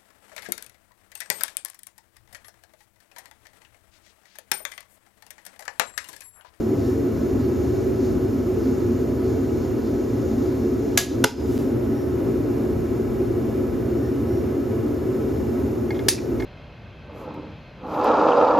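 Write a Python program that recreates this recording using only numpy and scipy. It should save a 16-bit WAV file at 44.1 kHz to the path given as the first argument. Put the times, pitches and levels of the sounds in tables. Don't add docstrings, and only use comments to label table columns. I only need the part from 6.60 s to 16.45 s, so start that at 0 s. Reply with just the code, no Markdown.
import sys
import numpy as np
from scipy import signal
from scipy.fft import rfft, irfft
from scipy.io import wavfile
from scipy.ndimage import uniform_filter1d, minimum_filter1d

SR = 44100
rng = np.random.default_rng(int(sys.argv[2]) if len(sys.argv) > 2 else 0)


def output_pcm(signal):
    pcm = np.clip(np.atleast_2d(signal).T, -1, 1) * 32767
    wavfile.write(sys.argv[1], SR, np.round(pcm).astype(np.int16))


N = 434385
TIME_S = np.arange(N) / SR
FREQ_HZ = np.maximum(np.fft.rfftfreq(N, 1 / SR), 1)

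# centre_hz, width_hz, level_db
FORGE_MODES = [(60.5, 7, -6.5), (77, 10.4, -4), (98, 22, -5.5), (117, 20, -3.6), (134, 12, -9),
               (171, 14, -10.5), (230, 23, -2), (259, 16, 0), (276, 19, 0), (303, 26, -3.8), (343, 26, -2),
               (371, 35, 0.3), (396, 20, -10), (441, 34, -7.8), (492, 22, -19), (527, 41, -15.5),
               (597, 18, -19.5), (670.7, 38, -20), (820, 20, -22)]
# centre_hz, width_hz, lift_db
TUBE_MODES = [(960, 45, 4), (1085, 30, 3.5), (1180, 90, -2), (1300, 42, 2.8), (1480, 200, -3),
              (1680, 50, 3), (2070, 21, -4), (2250, 52, 2.5), (2880, 120, 2.5), (5230, 490, 2.5),
              (7000, 300, 4)]
# freq_hz, level_db
RUSH_SPECTRUM = [(20, -38), (45, -1), (400, 10.5), (620, 3.5), (950, -3.5), (1500, -8), (2100, -13.5),
                 (2700, -19), (3800, -23.5), (6200, -25), (7600, -27.5), (10800, -22.5), (12000, -28),
                 (13600, -17.5), (14300, -24), (15000, -48)]
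# freq_hz, level_db
JET_SPECTRUM = [(2400, -25), (3200, -5), (4200, -1), (5300, -1), (6300, 2), (7000, 0), (7700, -9),
                (14200, -22), (15000, -42)]
# peak_s, level_db
BROAD_SWELLS = [(0.29, -53), (4.962, -46)]
# freq_hz, side_minus_mid_db
BURNER_WIDTH = [(60, -32), (130, -8.5), (200, -20.5), (380, -7.5), (700, -2), (1300, -6.5), (2200, -6.5),
                (3200, -44), (6000, -44), (7600, -66), (15000, -31)]

# start_s, crack_db, chatter_s, tilt_db_per_octave, chisel_db, anvil_db, room_db
BLOWS = [(4.3740, 0, 0.0044, 0, -8, -25, -2), (4.6402, 1, 0.0055, -1.5, -30, 3, -7)]
# freq_hz, level_db
HAMMER_CRACK = [(100, 0), (400, 4), (650, -2), (1300, -2.5), (2000, 1), (3700, 2), (5500, 0), (6800, 4.5),
                (9000, -3.5), (10700, 2.5), (12500, -5), (14000, -2), (15500, -13)]
# pitch_hz, level_db, t60_s
CHISEL_MODES = [(560, -6, .08), (690, -5, .09), (1130, -7, .06), (1669, 4, .11), (2078, -5, .07),
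                (2500, -3, .035), (2980, -2, .03), (3600, 3, .025), (4021, 3, .04), (4829, -6, .1),
                (5889, -6, .1), (6035, -5, .13), (6433, -8, .15), (6720, -6, .12), (6997, 2, .03),
                (8096, -3, .13), (10550, -7, .16), (11600, -7, .11), (12580, -13, .14), (13960, -9, .12)]
# pitch_hz, level_db, t60_s
ANVIL_MODES = [(115, -3, .07), (264, -1, .13), (345, 1, .07), (435, 1, .11), (540, -5, .08), (680, -8, .05),
               (837, -8, .14), (944, 3, .03), (1250, 0, .006), (1480, 8, .008), (2083, -20, .24),
               (2780, 1, .005), (3408, -18, .19), (4250, -6, .008), (4930, -21, .16), (5030, -16, .13),
               (5130, -17, .2), (6450, -4, .008)]

# start_s, crack_db, chatter_s, rein_db, scrape_db, scrape_hz
TONG_KNOCKS = [(9.305, -39, 0.0032, -27.5, -43, 4480), (9.345, -47, 0.026, -50, -51, 3500),
               (9.391, -38, 0.0025, -36.5, -39, 3550), (9.4842, -1.5, 0.0031, -22.5, -13.5, 4640),
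               (9.529, -36, 0.008, -42, -35, 5100), (9.578, -41, 0.015, -46, -39, 2350),
               (9.797, -40.5, 0.012, -39, -48, 4400), (9.821, -39, 0.003, -32.5, -48, 3500)]
# freq_hz, level_db
TONG_CRACK = [(200, -6), (1200, -10.5), (1800, 1), (3000, -6.5), (4600, 1.5), (6000, 1), (8000, -4),
              (10700, -4), (12000, -14), (14500, -11), (15500, -14)]
# pitch_hz, level_db, t60_s
JAW_MODES = [(2648, -19, .22), (3639, -19, .22), (4560, -15, .24), (5060, -17, .2), (5630, -14, .22),
             (6352, -13, .19), (7353, -17, .22), (8376, -14, .22), (9265, 1.5, .21), (10486, -17, .17),
             (12779, -14, .14), (12908, -12, .14), (14200, -20, .12)]
# pitch_hz, level_db, t60_s
REIN_MODES = [(850, 2, .045), (1690, 0.5, .035), (1860, -1, .018), (2140, 4, .07), (2380, -8, .015),
              (3400, -8, .012)]

# peak_s, squeal_db, rub_db
SLIDES = [(0.29, -60.5, -55), (5.4, -59, -55.5), (7.45, -63.5, -56), (7.75, -60.5, -63)]
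# freq_hz, side_minus_mid_db
TOOL_WIDTH = [(300, -11), (1500, -8), (3000, -16), (6000, -13), (8000, -12), (15000, -14)]
# freq_hz, t60_s
ROOM_T60 = [(300, 0.47), (1500, 0.28), (5000, 0.3), (8000, 0.25), (14000, 0.21)]

HISS_STEP_MID_S, HISS_STEP_LENGTH_S, HISS_STEP_DB = 5.02, 0.26, 7.5


def burner(roar_db=-21, sag_db_per_s=0.094, boom_step_db=2, rush_db=-35, jet_db=-56, flicker_db=1.4):
    chamber = np.sqrt(sum((amp(db) * bell(hz, width_hz)) ** 2 for hz, width_hz, db in FORGE_MODES))
    tube_db = sum(db * bell(hz, width_hz) for hz, width_hz, db in TUBE_MODES)
    colour_db = tube_db + standing_waves_db()
    surge_db = 0.3 * wander(rate_hz=7.4)
    roar = noise(chamber, BURNER_WIDTH) * amp(roar_db - sag_db_per_s * TIME_S + surge_db)
    step = np.clip((TIME_S - HISS_STEP_MID_S) / HISS_STEP_LENGTH_S + .5, 0, 1)
    boom = irfft(rfft(roar) * bell(centre_hz=271, width_hz=92), N)
    roar -= boom * (1 - amp(-boom_step_db * step))
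    rush = noise(amp(along(RUSH_SPECTRUM, FREQ_HZ) + colour_db), BURNER_WIDTH)
    rush *= amp(rush_db + surge_db)
    jet = noise(amp(along(JET_SPECTRUM, FREQ_HZ) + colour_db), BURNER_WIDTH)
    jet *= amp(jet_db - HISS_STEP_DB * step + flicker_db * wander(rate_hz=12))
    return roar + rush + jet


def hammering(gain_db=-0.5, clang_hz=5050, clang_re_anvil_db=-29.5):
    blows = strikes(BLOWS, HAMMER_CRACK, CHISEL_MODES, ANVIL_MODES, crack_t60_s=0.007, rise_s=0.0023)
    clangs = [(start_s, anvil_db + clang_re_anvil_db, chatter_s, clang_hz)
              for start_s, _, chatter_s, _, _, anvil_db, _ in BLOWS]
    return amp(gain_db) * (blows + mode_cluster(clangs, width_hz=700, t60_s=0.38))


def tongs(room_db=-6):
    knocks, scrapes = [], []
    for start_s, crack_db, chatter_s, rein_db, scrape_db, scrape_hz in TONG_KNOCKS:
        tilt_db_per_octave = 1.3 + 0.23 * crack_db
        jaw_db = -11.5 + 1.4 * crack_db
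        knocks.append((start_s, crack_db, chatter_s, tilt_db_per_octave, jaw_db, rein_db, room_db))
        scrapes.append((start_s, scrape_db, chatter_s, scrape_hz))
    clanks = strikes(knocks, TONG_CRACK, JAW_MODES, REIN_MODES, crack_t60_s=0.021, rise_s=0.0017)
    return clanks + mode_cluster(scrapes, width_hz=900, t60_s=0.03)


def strikes(events, crack_spectrum, modes_a, modes_b, crack_t60_s, rise_s, ring_send_db=-8):
    out, t = np.zeros((2, N)), np.arange(SR // 2) / SR
    walls = room(t, np.ones(len(FREQ_HZ)))
    octaves = np.log2(np.maximum(FREQ_HZ / 1000, 1))
    for start_s, crack_db, chatter_s, tilt_db_per_octave, a_db, b_db, room_db in events:
        decay_s = np.maximum(t - chatter_s, 0)
        rise = 1 - np.exp(-t / rise_s)
        colour = amp(along(crack_spectrum, FREQ_HZ) + tilt_db_per_octave * octaves)
        crack = amp(crack_db) * noise(colour, TOOL_WIDTH, len(t)) * fade(decay_s, crack_t60_s) * rise
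        rings = (amp(a_db) * ring(modes_a, t, decay_s) + amp(b_db) * ring(modes_b, t, decay_s)) * rise
        crack_echo = np.sqrt(np.sum(crack ** 2) / 2) * room(t, colour)
        ring_echo = amp(ring_send_db) * signal.fftconvolve(rings[:1], walls, axes=1)[:, :len(t)]
        add(out, start_s, crack + rings + amp(room_db) * (crack_echo + ring_echo))
    return out


def ring(modes, t, decay_s, split_ratio=0.0011):
    out = 0
    for hz, db, t60_s in modes:
        skew_rad = np.arctan(amp(along(TOOL_WIDTH, hz))) * np.array([[1], [-1]])
        phase_cycles = rng.random()
        twin_hz = hz * (1 + split_ratio * rng.uniform(0.17, 0.77))
        tone = np.sin(2 * np.pi * (hz * t + phase_cycles) + skew_rad)
        twin = np.sin(2 * np.pi * (twin_hz * t + phase_cycles) + skew_rad)
        out += amp(db) * fade(decay_s, t60_s) * (tone + 0.65 * twin)
    return out / np.sqrt(sum(amp(db) ** 2 for _, db, _ in modes))


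def mode_cluster(events, width_hz, t60_s):
    out, t = np.zeros((2, N)), np.arange(SR // 2) / SR
    for start_s, db, driven_s, centre_hz in events:
        band = noise(bell(centre_hz, width_hz) ** 2, TOOL_WIDTH, len(t))
        add(out, start_s, amp(db) * band * fade(np.maximum(t - driven_s, 0), t60_s))
    return out


def unsteady_hiss(first_s=0.24, period_s=0.604, throb_db=-57.5):
    beats = [(peak_s, throb_db) for peak_s in np.arange(first_s, HISS_STEP_MID_S, period_s)]
    throbs = swell(beats, half_s=0.075, centre_hz=4570, width_hz=2000)
    return throbs + swell(BROAD_SWELLS, half_s=0.1, centre_hz=6960, width_hz=36000)


def sliding_steel(half_s=0.085, squeal_hz=5570, octave_db=-2):
    rubs = [(peak_s, db) for peak_s, _, db in SLIDES]
    squeals = [(peak_s, db) for peak_s, db, _ in SLIDES]
    rub = swell(rubs, half_s, centre_hz=1815, width_hz=110)
    squeal = swell(squeals, half_s, squeal_hz, width_hz=400)
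    octave = swell(squeals, half_s, 2 * squeal_hz, width_hz=2400)
    return rub + squeal + amp(octave_db) * octave


def swell(events, half_s, centre_hz, width_hz):
    envelope = sum(amp(db) * np.exp(-((TIME_S - peak_s) / half_s) ** 2) for peak_s, db in events)
    return noise(bell(centre_hz, width_hz), BURNER_WIDTH) * envelope


def room(t, colour, build_s=0.00079):
    spectrum = rfft(noise(colour, TOOL_WIDTH, len(t)))
    hz = np.maximum(np.fft.rfftfreq(len(t), 1 / SR), 1)
    tail = 0
    for centre_hz, t60_s in ROOM_T60:
        band_gain = along([(knot_hz, float(knot_hz == centre_hz)) for knot_hz, _ in ROOM_T60], hz)
        tail += irfft(spectrum * band_gain, len(t)) * fade(t, t60_s)
    tail *= 1 - np.exp(-t / build_s)
    return tail / np.sqrt(np.sum(tail ** 2) / 2)


def standing_waves_db(depth_db=2.95, spacing_hz=30.93):
    knots_hz = np.arange(0, SR / 2, spacing_hz)
    ripple = np.interp(FREQ_HZ, knots_hz, rng.standard_normal(len(knots_hz)))
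    return depth_db * ripple * np.minimum(FREQ_HZ / 1000, 1)


def microphones(x, split_hz=6300, lead_s=0.000172):
    turn_rad = np.pi * lead_s * np.maximum(FREQ_HZ - split_hz, 0)
    return irfft(rfft(x) * np.exp(1j * np.array([turn_rad, -turn_rad])), N)


def limiter(x, ceiling_db=-9.5, hold_s=0.11, release_s=0.038):
    power = uniform_filter1d(np.mean(x ** 2, axis=0), SR // 250)
    level_db = 10 * np.log10(np.maximum(power, 1e-12))
    half_hold = int(hold_s * SR) // 2
    held_db = minimum_filter1d(np.minimum(ceiling_db - level_db, 0), 2 * half_hold + 1, origin=half_hold)
    pole = np.exp(-1 / (release_s * SR))
    released_db = signal.lfilter([1 - pole], [1, -pole], held_db)
    return x * amp(np.minimum(held_db, released_db))


def dropout(x, start_s=4.9793, silent_s=0.003, return_s=0.007, tick_db=-19, tick_s=0.001):
    t = TIME_S - start_s
    gate = np.interp(t, [-tick_s, 0, silent_s, silent_s + return_s], [1, 0, 0, 1])
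    tick = amp(tick_db) * (t >= 0) * fade(np.maximum(t, 0), tick_s)
    return x * gate + tick


def noise(colour, stereo_width, size=N):
    hz = np.maximum(np.fft.rfftfreq(size, 1 / SR), 1)
    mid, side = rfft(rng.standard_normal((2, size)))
    side_gain = amp(along(stereo_width, hz))
    pair = np.array([mid + side_gain * side, mid - side_gain * side]) / np.hypot(1, side_gain)
    return unit_rms(irfft(pair * np.interp(hz, FREQ_HZ, colour), size))


def wander(rate_hz):
    hold = int(SR / rate_hz)
    steps = np.repeat(rng.standard_normal(N // hold + 1), hold)
    return unit_rms(uniform_filter1d(uniform_filter1d(steps, hold), hold)[:N])


def bell(centre_hz, width_hz):
    return 1 / (1 + (2 * (FREQ_HZ - centre_hz) / width_hz) ** 2)


def along(points, hz):
    knots_hz, values = np.transpose(points)
    return np.interp(np.log(hz), np.log(knots_hz), values)


def fade(t, t60_s):
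    return np.exp(-np.log(1000) * t / t60_s)


def amp(db):
    return 10 ** (np.asarray(db) / 20)


def unit_rms(x):
    return x / np.sqrt(np.mean(x ** 2))


def add(out, start_s, sound):
    i = int(start_s * SR)
    out[:, i:i + sound.shape[1]] += sound[:, :N - i]


def scene():
    return burner() + unsteady_hiss() + sliding_steel() + hammering() + tongs()


def record(dry, top_hz=15800):
    sound = dropout(limiter(microphones(dry)))
    low_pass = signal.ellip(10, .2, 80, top_hz, fs=SR, output="sos")
    return signal.sosfilt(low_pass, np.clip(sound, -1, 1))


dry = scene()
out = record(dry)
output_pcm(out)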